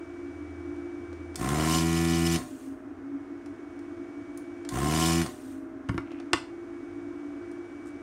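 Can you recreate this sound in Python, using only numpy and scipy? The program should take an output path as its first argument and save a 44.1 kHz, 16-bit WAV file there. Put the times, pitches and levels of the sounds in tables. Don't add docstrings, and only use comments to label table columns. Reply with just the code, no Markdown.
import sys
import numpy as np
from scipy import signal
from scipy.fft import rfft, irfft, next_fast_len
from scipy.io import wavfile
from scipy.ndimage import uniform_filter1d

SR = 44100
rng = np.random.default_rng(int(sys.argv[2]) if len(sys.argv) > 2 else 0)


def wrap_up_sound(samples):
    columns = np.atleast_2d(samples).T
    tamed = np.clip(columns, -1, 1)
    steps = np.round(tamed * 32767).astype(np.int16)
    wavfile.write(sys.argv[1], SR, steps)


N = 353902
T = np.arange(N) / SR

# (on [s], off [s], top crank speed [Hz])
RUNS = [(1.37, 2.36, 83.6), (4.70, 5.22, 84.6)]
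# (attack [s], fall [dB/s])
THROB_ENVELOPE, BUZZ_ENVELOPE, HISS_ENVELOPE = (.038, 192), (.065, 151), (.051, 125)


def amp(db):
    return 10 ** (np.asarray(db) / 20)


def unit(x):
    return x / np.sqrt(np.mean(x ** 2) + 1e-20)


def read(points, hz):
    f, value = np.transpose(points)
    return np.interp(np.log(hz + 1), np.log(f + 1), value)


def add(mix, s, sound):
    part = mix[round(s * SR):][:len(sound)]
    part += sound[:len(part)]


def wander(hz, step=32):
    size = next_fast_len(N // step + 2)
    f = np.fft.rfftfreq(size, step / SR)
    slow = irfft(rfft(rng.standard_normal(size)) * np.exp(-(f / hz) ** 2), size)
    return unit(np.interp(np.arange(N) / step, np.arange(size), slow))


def colour(x, spectrum, peaks=(), tilt_db=0, size=8192):
    f = abs(np.fft.fftfreq(size, 1 / SR))
    gain = amp(read(spectrum, f) + tilt_db * np.log2((f + 100) / 5000))
    for hz, width, db in peaks:
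        gain = gain * np.sqrt(1 + (amp(db) ** 2 - 1) / (1 + (2 * (f - hz) / width) ** 2))
    log_transfer = signal.hilbert(np.log(gain + 1e-6)).conj()
    response = np.fft.ifft(np.exp(log_transfer)).real[:size // 2]
    return signal.oaconvolve(x, response / np.linalg.norm(response))[:len(x)]


def gate(on, off, attack_s, fall_db_per_s):
    return np.clip((T - on) / attack_s, 0, 1) * amp(-fall_db_per_s * np.maximum(T - off, 0))


def running(envelope):
    return sum(gate(on, off, *envelope) for on, off, _ in RUNS)


def room(x):
    # (frequency [Hz], t60 [s])
    decay = [(100, .24), (1000, .26), (4000, .29), (9000, .25), (15000, .25)]
    taps = rng.choice([-1., 1.], SR // 2) * (rng.random(SR // 2) < .12)
    taps[:SR // 250] = 0
    hz, t, bands = signal.stft(taps, SR, nperseg=256)
    tail = signal.istft(bands * amp(-60 * t / read(decay, hz)[:, None]), SR, nperseg=256)[1]
    return signal.oaconvolve(x, tail / np.linalg.norm(tail))[:N]


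def fans(sag=.11, fall_s=.2, recover_s=.71):
    # (frequency [Hz], level [dB], width [Hz], blur [0-1], speed exponent [1])
    fan_tones = [(346, -44, 2, .3, 5), (665, -64, 3, .3, -9), (1390, -70, 12, .7, 8),
                 (1556, -71, 12, .7, 8), (2284, -60, 3, .07, 40)]
    # (centre time [s], length [s], level [dB])
    swells = [(2.687, 0.1, -35.5), (3.115, 0.18, -36), (3.46, 0.14, -43), (5.55, 0.26, -42.5),
              (7.218, 0.19, -36.5), (7.53, 0.083, -36)]
    # (frequency [Hz], relative level [dB])
    air_spectrum = [(250, -28.5), (420, 1), (543, -4), (745, -1), (900, -8), (1050, -4.5), (1560, -6),
                    (2000, -13.5), (2600, -22), (4000, -58.5)]
    # (frequency [Hz], relative level [dB])
    tip_spectrum = [(600, -23.5), (1500, 4.5), (2000, 5.5), (2600, 2), (3400, -1.5), (4200, -7), (6000, -4),
                    (8000, -10.5), (9000, -11.5), (9900, -14.5), (10500, -36), (15500, -53.5)]
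    # (frequency [Hz], relative level [dB])
    rumble_spectrum = [(20, -26), (45, 9.5), (70, 2), (100, 7.5), (135, 2.5), (200, 1), (250, 14),
                       (290, 16), (350, 21), (400, 8.5), (470, -6.5), (700, -40)]
    speed = np.ones(N)
    for on, off, _ in RUNS:
        slowing = 1 - np.exp(-np.clip(T - on, 0, off - on) / fall_s)
        speed -= sag * slowing * np.exp(-np.maximum(T - off, 0) / recover_s)
    angle = 2 * np.pi * np.cumsum(speed) / SR

    def tone(hz, width, blur):
        in_phase = (1 + blur * wander(width)) * np.cos(hz * angle)
        return unit(in_phase + blur * wander(width) * np.sin(hz * angle))

    tones = sum(amp(db) * tone(hz, width, blur) * speed ** power
                for hz, db, width, blur, power in fan_tones)
    swell = sum(amp(db) * np.cos(np.pi * np.clip((T - s) / length, -.5, .5)) for s, length, db in swells)
    drone = amp(-43) * tone(hz=290, width=20, blur=.9) + swell * tone(hz=293, width=12, blur=.25)
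    air = amp(-53.5) * colour(rng.standard_normal(N), air_spectrum) * speed ** 3
    hiss = amp(-63.5) * colour(rng.standard_normal(N), tip_spectrum, [(8960, 160, 6.9)]) * speed ** 14
    rumble = amp(-47.5) * colour(rng.standard_normal(N), rumble_spectrum, [(94.5, 24, 7.4)])
    return tones + drone + air + hiss + rumble


def hum(hz=83, start_db=-52, growth_db_per_s=2.5, beat_s=.72, crest_s=.56):
    beat = 1 + .58 * np.cos(2 * np.pi * (T - crest_s) / beat_s)
    level = amp(start_db + growth_db_per_s * T) * gate(0, RUNS[0][0], *THROB_ENVELOPE)
    return level * beat * unit(np.sin(2 * np.pi * hz * T + .2 * wander(3)))


def ticks(decay_s=.004):
    # (time [s], relative level [dB], tilt [dB/octave])
    clicks = [(0.764, -47, -7.5), (1.129, -36, -9), (1.345, -36, -9.5), (1.357, -21.5, 1),
              (1.489, -24.5, -1), (2.359, -18.5, -4), (3.4605, -44.5, -3.5), (3.791, -45, -5),
              (4.375, -37.5, 6), (4.6498, -29.5, -8.5), (4.6898, -25.5, 0.5), (5.216, -22.5, -3),
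              (5.2618, -24, -5), (6.117, -35.5, -9.5), (6.2, -33, -9), (7.515, -49.5, 1)]
    # (frequency [Hz], relative level [dB])
    spectrum = [(60, -74), (500, -5), (1300, -1), (1900, 1), (2500, -3.5), (3400, -0.5), (6000, 2),
                (8000, 1), (9300, 4.5), (11000, -12), (15500, -14.5)]
    out, t = np.zeros(N), np.arange(4096) / SR
    for s, db, tilt_db in clicks:
        burst = rng.standard_normal(len(t)) * np.exp(-t / decay_s)
        add(out, s, amp(db - 6.5) * colour(burst, spectrum, tilt_db=tilt_db))
    return out + amp(-6) * room(out)


def crank_speed(start_gap_hz=35, spin_up_s=.132, coast_hz_per_s=450, slowest_hz=35):
    speed = np.full(N, float(slowest_hz))
    for on, off, top in RUNS:
        gap = start_gap_hz * np.exp(-np.maximum(T - on, -spin_up_s) / spin_up_s)
        speed = np.maximum(speed, top - gap - coast_hz_per_s * np.maximum(T - off, 0))
    return speed


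def strokes():
    speed = crank_speed()
    labour = np.clip((84 - speed) / 20, 0, 1)
    jitter = (.0015 + .005 * labour) * wander(40)
    turns = np.cumsum(speed * (1 + jitter)) / SR
    offset = (turns % 1 - .5) * SR / speed
    pulses = np.sinc(offset / 2) * np.exp(-(offset / 16) ** 2) * np.sqrt(SR / speed) / 2
    return turns, pulses - uniform_filter1d(pulses, size=4096), labour


def buzz_level(labour, loaded_db=-32, clear_s=.44, spread_s=.039):
    level = np.zeros(N)
    for on, off, _ in RUNS:
        cleared = (1 + np.tanh((T - on - clear_s) / spread_s)) / 2
        level += gate(on, off, *BUZZ_ENVELOPE) * amp(-5.5 * cleared * (1.5 - labour))
    return amp(loaded_db - 3.5 * labour) * level


def pump(turns, pulses, labour, throb_db=-25, rock_hz=72.3, rock_width_hz=.89):
    # (frequency [Hz], relative level [dB])
    mount = [(25, -85), (40, -5), (55, 3.5), (83, -0.5), (125, 7), (166, 6), (250, 2), (333, 4),
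             (415, -8.5), (520, -70), (900, -35)]
    # (frequency [Hz], width [Hz], boost [dB])
    mount_peaks = [(71.4, 5.5, 3), (352.8, 27, 3.6)]
    # (frequency [Hz], relative level [dB])
    housing = [(200, -17), (450, 5.5), (560, 1.5), (680, 5), (860, -3.5), (1100, 0.5), (1250, 3.5),
               (1550, -2.5), (2000, 1.5), (2500, -8), (3300, -19.5), (6000, -25.5)]
    # (frequency [Hz], width [Hz], boost [dB])
    housing_peaks = [(736, 22, 16), (982, 22, 9), (1056, 22, 17), (1400, 50, 5), (1748, 30, 4)]
    slap = unit((.5 + np.exp(-((turns - .5) % 1) / .98)) * rng.standard_normal(N))
    shake, rattle = .06 + .4 * labour, .45 + .8 * labour
    throb = colour(pulses + shake * rng.standard_normal(N), mount, mount_peaks) / np.sqrt(1 + shake ** 2)
    buzz = colour(pulses + rattle * slap, housing, housing_peaks)
    buzz = buzz + amp(-9) * room(buzz)
    buzz = buzz / np.sqrt(uniform_filter1d(buzz ** 2, size=4096) + 1e-6)
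    rock_db = 3 * np.exp(-((crank_speed() - rock_hz) / rock_width_hz) ** 2)
    throb_level = amp(throb_db - 7 * labour + rock_db) * running(THROB_ENVELOPE)
    return throb_level * throb + buzz_level(labour) * buzz


def motor(turns, labour, level_db=-33.5):
    # (multiple of crank speed [1], relative level [dB])
    harmonics = [(12, -20), (14, -21), (15, -14), (17, -18), (21, -15), (23, -13), (24, -13), (27, -13),
                 (28, -17), (29, -15), (30, -18)]
    whine = sum(amp(db) * np.sqrt(2) * np.cos(2 * np.pi * (k * turns + rng.random()) + .35 * wander(40))
                for k, db in harmonics)
    return amp(level_db) * whine * (1 - np.sqrt(labour)) * running(BUZZ_ENVELOPE)


def sputter(x, depth_db):
    bands = signal.stft(x, nperseg=256)[2]
    patches = uniform_filter1d(rng.standard_normal(bands.shape), size=5, axis=1)
    patches = unit(uniform_filter1d(patches, size=3, axis=0))
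    return unit(signal.istft(bands * amp(depth_db * patches), nperseg=256)[1][:N])


def airflow(labour, draw_db=-38.5, leak_db=-59, leak_s=.3):
    # (time [s], rise [s], fall [s], boost [dB])
    surges = [(1.755, 0.1, 0.048, 7.5), (2.268, 0.017, 0.013, 4), (2.335, 0.022, 0.017, 6.5),
              (5.07, 0.16, .085, 7.5)]
    surge_db = sum(db * np.exp(-((T - s) / np.where(T < s, rise, fall)) ** 2)
                   for s, rise, fall, db in surges)
    draw = amp(draw_db - 4.5 * labour + surge_db) * running(HISS_ENVELOPE)
    leak = amp(leak_db) * sum(gate(off, off + leak_s, *HISS_ENVELOPE) for _, off, _ in RUNS)
    return np.hypot(draw, leak), np.hypot(draw * amp(-11.5 + 2.5 * labour), leak * amp(-8.5))


def suction(turns, labour, spits_per_s=350, fizz_hz=10200):
    # (frequency [Hz], relative level [dB])
    nozzle = [(100, -45), (400, -24), (1200, -13), (2200, -7), (2700, -1), (3200, 0), (4000, -2), (5000, 0),
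              (7500, -1), (9500, -4), (10300, -8), (12000, -11), (13900, -9), (14800, -16), (15800, -15)]
    # (frequency [Hz], width [Hz], boost [dB])
    nozzle_peaks = [(2965, 104, 8.9), (5720, 57, 2.6), (9200, 35, 1.2), (9600, 66, 1.1), (11100, 140, 9.5),
                    (12600, 95, 11)]
    # (frequency [Hz], width [Hz], level relative to the hiss [dB])
    whistles = [(2915, 45, -21), (5185, 32, -12.5), (5930, 32, -15.5), (7162, 24, -15), (8815, 25, -19),
                (9150, 150, -16), (12497, 14, -25)]
    # (frequency [Hz], relative level [dB])
    valve_spectrum = [(500, -28), (2500, 1), (5000, -6), (6500, -1.5), (8000, -1), (9000, 1.5), (10300, -9),
                      (12500, -8.5), (15500, -9.5)]
    gulp = np.cos(2 * np.pi * (turns - .55)) * sum((T > on) & (T < off) for on, off, _ in RUNS)
    spits = (rng.random(N) < spits_per_s / SR) * rng.standard_normal(N) * (1 - .5 * labour)
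    flutter = amp(.9 * wander(70))
    jet = rng.standard_normal(N) * (1 + .17 * gulp) * flutter + 5 * spits
    bore = unit(colour(jet, nozzle, nozzle_peaks))
    for hz, width, db in whistles:
        whistle = ((wander(width) + 1j * wander(width)) * np.exp(2j * np.pi * hz * T)).real
        bore = bore + amp(db) * unit(whistle * amp(2 * wander(25)))
    valves = unit(colour(rng.standard_normal(N) * (1 + .38 * gulp), valve_spectrum, [(9300, 500, 3)]))
    hiss = sputter(np.sqrt(1 - labour) * bore + np.sqrt(labour) * valves, depth_db=2.4)
    fizz = signal.sosfiltfilt(signal.butter(4, fizz_hz, "high", fs=SR, output="sos"), hiss)
    fizz_rms = np.sqrt(uniform_filter1d(fizz ** 2, size=2048) + 1e-6)
    hiss_level, fizz_level = airflow(labour)
    return hiss_level * (hiss - fizz) + fizz_level * fizz / fizz_rms


def grainy_swells(grains_per_s=900):
    # (time [s], length [s], level [dB], centre [Hz])
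    swells = [(5.884, .135, -73, 10400), (6.026, 0.23, -60.5, 2460), (7.846, 0.076, -66, 8250)]
    out = np.zeros(N)
    for s, length, db, hz in swells:
        n = round(length * SR)
        grains = rng.standard_normal(n) * (rng.random(n) < grains_per_s / SR)
        band = colour(grains, [(hz / 8, -40), (hz / 2, -10), (hz, 0), (hz * 1.5, -18), (hz * 3, -45)])
        add(out, s, amp(db) * unit(band * signal.windows.tukey(n, .5)))
    return out


def ring(modes, t):
    sound = sum(amp(db - 60 * t / t60) * np.sin(2 * np.pi * hz * t + rng.choice([0, np.pi]))
                for hz, db, t60 in modes)
    return sound / abs(sound).max()


def snap(t):
    # (frequency [Hz], relative level [dB], t60 [s])
    modes = [(2790, -7, 0.012), (2930, 3, .014), (3100, -1, .018)]
    sound = sum(amp(db - 60 * t / t60) * np.sin(2 * np.pi * hz * t) for hz, db, t60 in modes)
    return sound / abs(sound).max()


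def knocks(chatter_s=.0027):
    # (time [s], thud level [dB], ring level [dB], relative crack level [dB])
    blows = [(5.8888, -29, -35, -30.5), (5.8932, -17.5, -22, -28), (5.944, -26, -40, -43),
             (5.9789, -32, -20.5, -29), (5.9813, -41, -24, -46), (6.3323, -33, -14.5, -4.5),
             (6.337, -55, -14, -27)]
    # (frequency [Hz], relative level [dB], t60 [s])
    bench = [(69, -8, 0.12), (109, -1, 0.15), (176, -2, 0.1), (277.5, -6, 0.22), (340, -5.5, 0.17)]
    stand = [(345, -3, .07), (480, -9, .035), (690, -6, .03), (930, -4, .03), (1015, -5, .035),
             (1120, -2, .04), (1270, -6, .03), (1389, -5, .05), (1600, -9, .025), (1787, -6, .04),
             (2050, -8, .03), (2230, -10, .04)]
    holder = [(2800, -4, .04), (2960, -6, .05), (3480, -15, .04), (4550, -15, .12), (4640, -21, .12),
              (5480, -17, .08), (6950, -11, .07)]
    # (frequency [Hz], relative level [dB])
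    crack_spectrum = [(300, -28), (1000, -16), (1600, 7), (2300, 4), (2900, 6.5), (3800, 3.5), (5800, 2.5),
                      (7200, -4), (9000, -3.5), (10500, -19), (15500, -40)]
    thuds, clacks, t = np.zeros(N), np.zeros(N), np.arange(SR // 3) / SR
    for s, thud_db, ring_db, crack_db in blows:
        chatter = .54 * rng.standard_normal(len(t)) * np.exp(-t / chatter_s)
        contact = 3 * (t == 0) + chatter
        crack = colour(contact, crack_spectrum, [(2870, 450, 3.1)])
        add(thuds, s, amp(thud_db) * ring(bench, t))
        body = amp(ring_db) * ring(stand, t)
        metal = amp(-6) * crack + amp(-11) * snap(t) + amp(-26) * ring(holder, t)
        add(clacks, s, body + amp(crack_db) * metal)
    return thuds + clacks + amp(-8.5) * room(clacks)


def scene():
    turns, pulses, labour = strokes()
    station = pump(turns, pulses, labour) + motor(turns, labour) + suction(turns, labour) + fans() + hum()
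    return (station + ticks() + grainy_swells() + knocks())[None]


def record(dry):
    thin = signal.sosfilt(signal.butter(3, 42, "high", fs=SR, output="sos"), dry)
    low_pass = signal.firwin(511, 15800, window=("kaiser", 9), fs=SR)
    return signal.oaconvolve(thin, low_pass[None], "same")


dry = scene()
out = record(dry)
wrap_up_sound(out)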